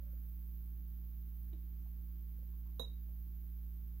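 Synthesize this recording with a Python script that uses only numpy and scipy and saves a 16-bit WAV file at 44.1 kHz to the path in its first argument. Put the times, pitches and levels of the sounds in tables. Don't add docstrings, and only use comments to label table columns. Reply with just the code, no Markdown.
import sys
import numpy as np
from scipy import signal
from scipy.fft import rfft, irfft, next_fast_len
from scipy.io import wavfile

SR = 44100
rng = np.random.default_rng(int(sys.argv[2]) if len(sys.argv) > 2 else 0)


def file_out(sig):
    cols = np.atleast_2d(sig).T
    lim = np.clip(cols, -1, 1)
    pcm = np.round(lim * 32767).astype(np.int16)
    wavfile.write(sys.argv[1], SR, pcm)


N = 176400

# (frequency [Hz], relative level [dB], t60 [s])
GLASS_MODES = [(3810, -38, .11), (3842, -44, 0.16), (3860, -49, .08), (3997, -55, 0.063), (6340, -64, .06),
               (6580, -62, .06), (6860, -63, .08), (11100, -61, .08), (11350, -57, 0.13), (11600, -60, .08),
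               (14100, -59, 0.055)]
# (frequency [Hz], relative level [dB], t60 [s])
COUNTER_MODES = [(247, -50, 0.12), (320, -53, .1), (470, -41, 0.076), (505, -41, .075), (560, -50, .06),
                 (650, -48, .07), (780, -50, .045), (995, -43, 0.031), (1090, -46, 0.031),
                 (1360, -55, 0.027), (1770, -63.5, 0.033)]
# (frequency [Hz], density [dB/Hz])
CRACK_SPECTRUM = [(200, -100), (1200, -91), (2200, -101), (5000, -101), (6000, -99.5), (6700, -92),
                  (7400, -99), (10400, -100), (11300, -84), (12600, -91), (15500, -88)]
# (frequency [Hz], level [dB], t60 [s])
TAP_MODES = [(318, -53.5, 0.14), (343, -62, .08), (553, -69.5, .08), (645, -71, 0.1), (1095, -75, .06),
             (3650, -78, .06), (3900, -78, .07)]
# (frequency [Hz], density [dB/Hz])
TICK_SPECTRUM = [(200, -102), (600, -93), (1500, -102), (2500, -102), (3800, -98.5), (4600, -120),
                 (12000, -125)]
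# (time [s], level [dB], centre [Hz], half-width [octaves], t60 [s])
SCUFF_EVENTS = [(0, -79, 590, .12, 1.0), (.05, -85, 1400, .25, 0.97), (.127, -64, 540, .2, .06),
                (1.472, -71, 1750, .25, .05), (1.812, -75, 5900, .12, .05), (1.853, -68.5, 820, .25, .09),
                (2.383, -69, 490, .15, .07), (2.419, -66, 525, .2, .07), (2.535, -72, 1090, .1, .08),
                (2.654, -78, 1020, 0.19, .22), (3.08, -77, 594, 0.23, .25)]
# (order [x shaft speed], level [dB], left minus right [dB])
MOTOR_ORDERS = [(1, -41.5, -3.5), (2, -67.5, -0.5), (3, -59.6, -3), (4, -79, -5.5), (5, -78.5, -8),
                (6, -90.5, -2.5)]
# (frequency [Hz], density [dB/Hz])
RUMBLE_SPECTRUM = [(20, -91.5), (45, -84), (70, -83.5), (100, -88), (140, -92), (200, -96.5), (255, -99),
                   (310, -99), (365, -102), (400, -115), (600, -120), (1200, -130), (4000, -150)]
# (frequency [Hz], density [dB/Hz])
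HISS_SPECTRUM = [(20, -108), (300, -111), (1000, -115), (2500, -118), (4500, -121), (6200, -125),
                 (7900, -130), (9500, -126), (11500, -119), (13000, -117), (13800, -114), (15700, -119)]
# (frequency [Hz], relative density [dB/Hz])
TOP_HISS_SPECTRUM = [(9000, -150), (10600, -128), (11400, -115), (12200, -109), (12500, -103),
                     (13300, -102), (13550, -95), (14100, -93.5), (14900, -100.5), (15700, -99)]
# (time [s], gain [dB])
TOP_HISS_GAIN = [(0, 1.5), (.5, 1.5), (1.1, 0.5), (1.5, 1.5), (1.525, -3), (1.61, 0), (2.8, 0), (2.84, -11),
                 (2.91, -4), (3.02, 0.5), (4, 0)]
# (frequency [Hz], t60 [s])
ROOM_DECAY = [(200, .24), (1000, 0.24), (4000, .29), (12000, 0.19)]

TAP_S, CLINK_S = 1.5296, 2.7958
TOUCH_PAN_DB, TOUCH_WET_DB = -7, -8
FLUTTER_DB, FLUTTER_RAD, FLUTTER_PER_S = 2, 0.34, 170
SHAFT_HZ, WAVER_DB, WAVER_PER_S = 58.06, 0.26, 12
RUMBLE_PAN_DB, RUMBLE_SIDE_DB = -0.5, -9
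WALL_DELAY_S, ROOM_PAN_DB = 0.004, -7
BAND_LIMIT_HZ = 15790


def clink():
    glass = amp(-5) * ring(CLINK_S, GLASS_MODES, attack_s=0.0013)
    knock = amp(-3.5) * ring(CLINK_S, COUNTER_MODES, attack_s=0.0015)
    crack = noise(CRACK_SPECTRUM) * fade(CLINK_S, t60_s=0.015, attack_s=0.00044)
    return (in_kitchen(glass, pan_db=-15.5, wet_db=-0.5)
            + in_kitchen(knock, pan_db=-16.5, wet_db=-3.5)
            + in_kitchen(crack, pan_db=-13, wet_db=3.5))


def tap():
    tick = noise(TICK_SPECTRUM) * fade(TAP_S, t60_s=0.022, attack_s=0.00048)
    knock = ring(TAP_S, TAP_MODES, attack_s=0.003)
    return in_kitchen(tick + knock, TOUCH_PAN_DB, TOUCH_WET_DB)


def scuffs():
    rubs = np.zeros(N)
    for start_s, db, centre_hz, width_oct, t60_s in SCUFF_EVENTS:
        white = rng.standard_normal(N)
        rub = filtered(white, lambda hz: 1 / (1 + (np.log2((hz + 1) / centre_hz) / width_oct) ** 2))
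        rubs += amp(db) * rub / rub.std() * fade(start_s, t60_s, attack_s=0.008)
    return in_kitchen(rubs, TOUCH_PAN_DB, TOUCH_WET_DB)


def refrigerator():
    turns = SHAFT_HZ * np.arange(N) / SR
    hum = np.zeros((2, N))
    for order, db, pan_db in MOTOR_ORDERS:
        gain = amp(db + WAVER_DB * wobble(WAVER_PER_S))
        hum += pan(pan_db) * gain * np.sin(2 * np.pi * (order * turns + rng.random()))
    return hum


def room_rumble():
    mid = noise(RUMBLE_SPECTRUM)
    side = amp(RUMBLE_SIDE_DB) * noise(RUMBLE_SPECTRUM)
    return pan(RUMBLE_PAN_DB) * np.array([mid + side, mid - side])


def microphone_hiss():
    gain_db = np.interp(np.arange(N) / SR, *np.transpose(TOP_HISS_GAIN))
    top = noise(TOP_HISS_SPECTRUM) * amp(gain_db)
    return np.array([noise(HISS_SPECTRUM), noise(HISS_SPECTRUM) + top])


def in_kitchen(x, pan_db, wet_db):
    hz, time_s, bins = signal.stft(rng.standard_normal((2, SR // 2)), SR, nperseg=256)
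    decay = amp(-60 * time_s / along(ROOM_DECAY, hz)[:, None])
    tail = signal.istft(bins * decay, SR, nperseg=256)[1]
    delayed = np.pad(x, (int(WALL_DELAY_S * SR), 0))
    wet = signal.fftconvolve(delayed[None], tail, axes=1)[:, :N]
    wet *= np.linalg.norm(x) / np.linalg.norm(wet, axis=1, keepdims=True)
    return x * pan(pan_db) + amp(wet_db) * wet * pan(ROOM_PAN_DB)


def ring(start_s, modes, attack_s):
    ringing = np.zeros(N)
    for hz, db, t60_s in modes:
        phase = 2 * np.pi * hz * since(start_s) + FLUTTER_RAD * wobble(FLUTTER_PER_S)
        gain = amp(db + FLUTTER_DB * wobble(FLUTTER_PER_S))
        ringing += gain * fade(start_s, t60_s, attack_s) * np.sin(phase)
    return ringing


def fade(start_s, t60_s, attack_s):
    age_s = since(start_s)
    return amp(-60 * age_s / t60_s) * (1 - np.exp(-age_s / attack_s))


def since(start_s):
    return np.maximum(np.arange(N) / SR - start_s, 0)


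def noise(spectrum):
    return filtered(rng.standard_normal(N), lambda hz: amp(along(spectrum, hz))) * np.sqrt(SR / 2)


def filtered(x, response):
    size = next_fast_len(N + SR // 2)
    return irfft(rfft(x, size) * response(np.fft.rfftfreq(size, 1 / SR)), size)[..., :N]


def wobble(knots_per_s):
    knots = rng.standard_normal(int(N * knots_per_s / SR) + 4)
    return np.interp(np.arange(N) * knots_per_s / SR, np.arange(len(knots)), knots)


def along(points, hz):
    knots_hz, values = np.transpose(points)
    return np.interp(np.log(hz + 1), np.log(knots_hz + 1), values)


def pan(db):
    return amp(np.array([[db], [-db]]) / 2)


def amp(db):
    return 10 ** (np.asarray(db) / 20)


def scene():
    return clink() + tap() + scuffs() + refrigerator() + room_rumble() + microphone_hiss()


def record(dry):
    return filtered(dry, lambda hz: hz < BAND_LIMIT_HZ)


dry = scene()
out = record(dry)
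file_out(out)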